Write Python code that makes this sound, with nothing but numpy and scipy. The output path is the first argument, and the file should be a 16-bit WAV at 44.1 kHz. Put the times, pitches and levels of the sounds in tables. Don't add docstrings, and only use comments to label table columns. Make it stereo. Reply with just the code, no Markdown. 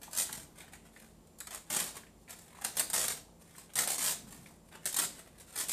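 import sys
import numpy as np
from scipy import signal
from scipy.fft import rfft, irfft, next_fast_len
from scipy.io import wavfile
from scipy.ndimage import uniform_filter1d, map_coordinates

SR = 44100
rng = np.random.default_rng(int(sys.argv[2]) if len(sys.argv) > 2 else 0)


def put_to_file(sound):
    columns = np.atleast_2d(sound).T
    safe = np.clip(columns, -1, 1)
    whole_steps = np.round(safe * 32767)
    wavfile.write(sys.argv[1], SR, whole_steps.astype(np.int16))


N = 252482


def amp(db):
    return 10 ** (np.asarray(db) / 20)


def unit(x):
    return x / np.sqrt(np.mean(x ** 2) + 1e-20)


def along(points, hz):
    point_hz, values = np.transpose(points)
    return np.interp(np.log(hz + 1), np.log(point_hz), values)


def wobble(knots_per_s):
    knots = rng.standard_normal(int(N * knots_per_s / SR) + 4)
    return map_coordinates(knots, [np.arange(N) * knots_per_s / SR])


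def filtered(x, response):
    size = next_fast_len(N + SR // 2)
    hz = np.fft.rfftfreq(size, 1 / SR)
    return irfft(rfft(x, size) * response(hz), size)[..., :N]


def add(track, start_s, sound):
    part = track[max(round(start_s * SR), 0):][:len(sound)]
    part += sound[:len(part)]


SPLIT_HZ = 3000


def halves(x):
    filters = [signal.butter(N=3, Wn=SPLIT_HZ, btype=side, fs=SR, output="sos") for side in ("high", "low")]
    return [signal.sosfilt(sos, x) for sos in filters]


def burst(t60_s):
    t = np.arange(SR // 20) / SR
    half_fade = amp(-30 * t / t60_s)
    phases = np.angle(rfft(rng.standard_normal(len(t)) * half_fade))
    puff = irfft(np.exp(1j * phases), len(t)) * half_fade
    return puff / np.linalg.norm(puff)


def strokes(rows, start_db, end_db, onset_s, fade_s):
    t, gains = np.arange(N) / SR, 0
    for start_s, rise_s, fall_s, *levels_db in rows:
        since = t - start_s
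        force = amp(np.interp(since, [0, rise_s, rise_s + fall_s], [start_db, 0, end_db]))
        fade_in = np.clip(1 + since / onset_s, 0, 1)
        fade_out = np.clip(1 - (since - rise_s - fall_s) / fade_s, 0, 1)
        gains = gains + amp(levels_db)[:, None] * force * fade_in * fade_out
    return gains


def crackle(rate_hz, spread_db, clump_db, clump_hz, ring_s, spot_count):
    happens = rng.random(N) < rate_hz / SR
    spread = spread_db * np.clip(rng.standard_normal(N), -2, 2)
    sizes = happens * amp(spread + clump_db * wobble(clump_hz))
    local_power = np.abs(uniform_filter1d(sizes ** 2, size=SR // 60))
    sizes = sizes / np.sqrt(local_power + 1e-6)
    spots = np.array([burst(ring_s)[:SR // 100] for _ in range(spot_count)])
    at = np.flatnonzero(sizes)
    signed_sizes = sizes[at] * rng.choice([-1, 1], len(at))
    breaks = signed_sizes[:, None] * spots[rng.integers(spot_count, size=len(at))]
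    samples = at[:, None] + np.arange(breaks.shape[1])
    sound = np.bincount(samples.ravel(), breaks.ravel(), N)[:N]
    return np.array([unit(half) for half in halves(sound)])


# t/s, tightening/s, easing/s, crisp level/dB, body level/dB (before trim)
TEAR_PULLS = [(0.164, 0.022, .048, -28, -39.5), (1.512, .035, 0.03, -44, -46),
              (1.7, 0.068, 0.059, -31.5, -36), (2.772, .028, .014, -32, -39.5),
              (2.936, .012, .115, -29, -36.5), (3.098, 0.0085, 0.023, -33, -41.5),
              (3.758, 0.029, .065, -30, -35), (3.878, 0.019, 0.059, -31, -39),
              (3.982, .09, 0.0573, -29, -37.5), (4.857, .004, 0.037, -34, -42.5),
              (4.963, 0.026, 0.064, -27.5, -36), (5.556, 0.046, 0.034, -32, -40),
              (5.69, 0.022, 0.052, -32, -43.5)]
CATCH_DB, LET_GO_DB = -7, -8


def tearing(rate_hz=1400, usual_crisp_db=-35, trim_db=((-2,), (-3.2,))):
    gains = strokes(TEAR_PULLS, CATCH_DB, LET_GO_DB, onset_s=0.0028, fade_s=0.0105)
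    pace = np.clip(np.sqrt(gains[0] / amp(usual_crisp_db)), .5, 2)
    fibres = crackle(rate_hz * pace, spread_db=6, clump_db=5, clump_hz=230, ring_s=.003, spot_count=200)
    return np.sum(fibres * gains * amp(trim_db), axis=0)


# t/s, level/dB, relative flap level/dB (before the gains in snaps)
SHEET_SNAPS = [(0.016, -36.5, -15), (0.031, -27.5, -19.5), (0.131, -23.5, -21), (0.15, -24, -23),
               (0.327, -20.5, -23.5), (0.585, -37.5, -14), (0.606, -46, -5.5), (0.998, -41.5, -16),
               (1.271, -47.5, -25), (1.386, -36, -26.5), (1.403, -23, -26.5), (1.47, -27, -18),
               (1.507, -27.5, -18), (1.547, -25, -29), (1.701, -22, -20.5), (1.727, -17, -23.5),
               (1.763, -18, -18), (1.8, -15, -20.5), (1.84, -22, -34), (2.306, -27, -35),
               (2.619, -33.5, -8.5), (2.641, -30, -19), (2.647, -13, -19), (2.769, -15, -22),
               (2.775, -22, -19.5), (2.795, -9.5, -28), (2.803, -18.5, -13.5), (2.9, -20, -21.5),
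               (2.932, -15, -22), (2.939, -11.5, -21), (2.972, -33, -12), (3.013, -26, -13.5),
               (3.041, -24.5, -11), (3.081, -12.5, -24.5), (3.102, -23, -12.5), (3.173, -33, -14),
               (3.581, -32.5, -22), (3.735, -32.5, -21), (3.755, -16, -22.5), (3.787, -10.5, -22),
               (3.837, -25, -16), (3.874, -14.5, -19), (3.928, -25, -20), (3.98, -25, -20.5),
               (4.035, -30, -19), (4.073, -32, -10), (4.324, -35, -17.5), (4.855, -15.5, -21.5),
               (4.927, -22, -26), (4.943, -17.5, -24), (4.968, -14, -24), (5.192, -33.5, -16.5),
               (5.557, -30, -16), (5.598, -25, -16), (5.684, -20, -24), (5.693, -16.5, -23.5)]


def snaps(crack_t60_s=0.0044, rebound_mean_s=.0015, rebound_db=-6, flap_t60_s=0.037, crack_db=8, flap_db=21):
    track = np.zeros(N)
    for start_s, level_db, body_db in SHEET_SNAPS:
        flap = halves(burst(flap_t60_s))[1]
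        snap = amp(body_db + flap_db) * flap / np.linalg.norm(flap)
        crack = halves(burst(crack_t60_s))[0]
        add(snap, 0, amp(crack_db) * crack)
        rebound = halves(burst(crack_t60_s))[0]
        rebound_s = rebound_mean_s * (.5 + rng.random())
        add(snap, rebound_s, amp(crack_db + rebound_db) * rebound)
        add(track, start_s + .0005, amp(level_db) * snap)
    return track


# t/s, swelling/s, dying/s, crisp level/dB, body level/dB (before trim)
FINGER_SHIFTS = [(0.02, 0.017, 0.057, -51, -54), (0.122, 0.041, .01, -42, -49),
                 (0.268, 0.035, 0.016, -49, -47.5), (0.325, 0.031, 0.087, -44.5, -50),
                 (0.565, 0.05, .035, -54, -51), (0.68, 0.0072, 0.013, -58, -51),
                 (0.734, 0.004, 0.021, -47.5, -46.5), (0.85, 0.0068, .04, -61.5, -57),
                 (0.93, 0.093, 0.092, -58.5, -60.5), (1.675, .02, .01, -57, -55),
                 (1.84, 0.034, 0.044, -41.5, -46), (1.955, 0.019, 0.017, -44, -42.5),
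                 (2.19, 0.036, 0.034, -68, -86), (2.302, 0.0093, 0.028, -42, -41.5),
                 (2.36, 0.028, 0.098, -54, -59), (2.48, 0.091, 0.14, -60, -57),
                 (2.622, 0.037, 0.06, -41.5, -46.5), (2.75, 0.017, .01, -43.5, -51),
                 (3.41, 0.0055, 0.029, -56, -60), (3.46, .04, 0.079, -61, -61.5),
                 (3.555, 0.035, 0.074, -53, -55.5), (3.695, 0.0082, 0.028, -62, -56),
                 (4.275, .05, 0.11, -52.5, -57), (4.44, 0.016, 0.11, -57, -65),
                 (4.66, .03, 0.024, -63, -67), (4.728, 0.023, 0.023, -52.5, -45),
                 (4.825, .025, 0.0046, -56.5, -55.5), (5.13, .065, 0.034, -53.5, -54),
                 (5.255, 0.022, 0.018, -60.5, -57.5), (5.335, 0.039, .01, -65, -61),
                 (5.39, .02, 0.022, -49, -54.5), (5.48, 0.081, .02, -52.5, -53)]
TOUCH_DB, LIFT_DB = -6.5, -13


def rustling(trim_db=((-3,), (-4,))):
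    grains = crackle(rate_hz=2000, spread_db=8, clump_db=7.5, clump_hz=110, ring_s=0.0039, spot_count=200)
    gains = strokes(FINGER_SHIFTS, TOUCH_DB, LIFT_DB, onset_s=0.023, fade_s=0.0077)
    return np.sum(grains * gains * amp(trim_db), axis=0)


# t/s, level/dB (before pop and tick gains), f/Hz
SHEET_POPS = [(0.078, -40.5, 921), (0.293, -39.5, 1150), (0.587, -65, 930), (0.606, -42, 2480),
              (0.639, -51, 750), (0.735, -41.5, 2040), (0.962, -42.5, 1790), (1.03, -49.5, 1090),
              (1.408, -39.5, 1430), (1.473, -42, 1260), (1.513, -42.5, 770), (1.552, -46, 766),
              (1.972, -55, 1450), (2.033, -48, 1710), (2.068, -49.5, 2100), (2.278, -46.5, 2070),
              (2.547, -48, 1170), (2.586, -42.5, 947), (2.647, -40, 1810), (3.282, -50, 736),
              (3.551, -47, 1670), (3.58, -45, 915), (3.779, -30.5, 752), (3.788, -27, 1520),
              (4.325, -50.5, 1120), (4.459, -42.5, 2180), (4.508, -49.5, 743), (4.744, -47.5, 1577)]


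def buckles(pop_t60_s=0.021, tick_t60_s=0.0084, q=1.6, pop_db=15, tick_db=2):
    track = np.zeros(N)
    for start_s, level_db, hz in SHEET_POPS:
        patch = signal.iirpeak(hz, q, fs=SR)
        pop = signal.lfilter(*patch, signal.lfilter(*patch, burst(pop_t60_s)))
        pop = pop / np.linalg.norm(pop)
        tick = burst(tick_t60_s)
        add(track, start_s, amp(level_db + pop_db) * pop + amp(level_db + tick_db) * tick)
    return track


# t/s, swelling/s, dying/s, level/dB (before brush_db)
TABLE_BRUSHES = [(0.3, 0.097, 0.14, -54), (1.85, .15, .08, -61), (4.2, 0.14, 0.19, -55)]
# f/Hz, relative density/dB
RUB_SPECTRUM = [(40, -14), (90, -4.5), (220, 1), (400, -15), (900, -16), (3000, -29.5)]


def brushing(brush_db=-3):
    rub = unit(filtered(rng.standard_normal(N), lambda hz: amp(along(RUB_SPECTRUM, hz))))
    gain = strokes(TABLE_BRUSHES, start_db=-1, end_db=-5, onset_s=0.019, fade_s=0.024)[0]
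    return amp(brush_db) * rub * gain


# f/Hz, t60/s
ROOM_DECAY = [(200, 0.82), (1000, 0.31), (4000, 0.38), (9000, 0.3), (15000, 0.28)]


def tail():
    hz, t, spectrum = signal.stft(rng.standard_normal((2, SR // 2)), SR, nperseg=256)
    decay = amp(-60 * t / along(ROOM_DECAY, hz)[:, None])
    wash = signal.istft(spectrum * decay, SR, nperseg=256)[1]
    wash = wash * np.clip(np.arange(wash.shape[1]) / SR / 0.0037, 0, 1)
    return wash / np.linalg.norm(wash[0])


def in_room(x, lead_ms=0.089, direct_db=-4.0, table_db=-1, table_t60_s=0.033, room_db=-3.5, slices=64):
    ports_sign = np.array([[1], [-1]])
    direct = filtered(x, lambda hz: np.exp(1j * np.pi * hz * lead_ms / 10 ** 3 * ports_sign))
    echoes = np.zeros((2, N))
    for part in np.array_split(np.arange(N), slices):
        for ear, wash in zip(echoes, tail()):
            answer = amp(room_db) * wash
            add(answer, 0, amp(table_db) * burst(table_t60_s))
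            add(ear, part[0] / SR + .0003, signal.fftconvolve(x[part], answer))
    return amp(direct_db) * direct + diffuse(echoes)


# f/Hz, left-right correlation [-]
PORT_LIKENESS = [(50, 0.82), (300, 0.63), (700, 0.37), (1500, 0.13), (2500, 0)]


def diffuse(pair):
    def mid_side_gains(hz):
        turn = np.arccos(np.clip(along(PORT_LIKENESS, hz), -1, 1)) / 2
        return np.array([np.cos(turn), np.sin(turn)])

    mid, side = filtered(pair, mid_side_gains)
    return np.array([mid + side, mid - side])


# resonance f/Hz, width/Hz, lift/dB, gain/dB
MIC_PORTS = [(7410, 970, 15, 0.73), (8415, 870, 16, 3)]


def ports(hz):
    responses = []
    for centre_hz, width_hz, lift_db, gain_db in MIC_PORTS:
        damping = 1j * hz * width_hz
        resonance = damping / (centre_hz ** 2 - hz ** 2 + damping)
        responses.append(amp(gain_db) * (1 + (amp(lift_db) - 1) * resonance))
    return np.array(responses)


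# f/Hz, relative density/dB
AIR_SPECTRUM = [(25, -15), (50, 4.5), (100, -3), (150, 3.5), (300, 0), (550, -4), (1100, -10.5),
                (1500, -18.5), (6000, -20.5), (8000, -17.5), (10000, -20), (14000, -25)]
# f/Hz, mean level/dB rms (before the channel trim)
HUM_TONES = [(50, -71), (83, -73), (167, -70), (222, -71.5), (7241, -82)]


def room_tone(air_db=-60.5, waver_db=2):
    air = diffuse(filtered(rng.standard_normal((2, N)), lambda hz: amp(along(AIR_SPECTRUM, hz))))
    t, hum = np.arange(N) / SR, 0
    for hz, level_db in HUM_TONES:
        level = amp(level_db + waver_db * wobble(5.02)) * np.sqrt(2)
        hum = hum + level * np.sin(2 * np.pi * hz * t + .5 * wobble(12))
    return amp(air_db) * unit(air) + hum


# f/Hz, relative density/dB
PAPER_SPECTRUM = [(50, -31), (150, -2.5), (350, -5.5), (700, 1.5), (1200, -0.5), (1800, 1.5), (2700, -1.5),
                  (3700, 1.5), (5500, 0), (8000, -4.5), (11000, -1), (14000, -2.5)]


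def scene(paper_db=-1.5, background_trim_db=((-1,), (1,))):
    dry_paper = tearing() + snaps() + rustling() + buckles()
    paper = filtered(dry_paper, lambda hz: amp(along(PAPER_SPECTRUM, hz)))
    background = brushing() + room_tone()
    return amp(paper_db) * filtered(in_room(paper), ports) + background * amp(background_trim_db)


TOP_HZ = 14680


def record(dry):
    return filtered(dry, lambda hz: 1 / np.sqrt(1 + (hz / TOP_HZ) ** 260))


dry = scene()
out = record(dry)
put_to_file(out)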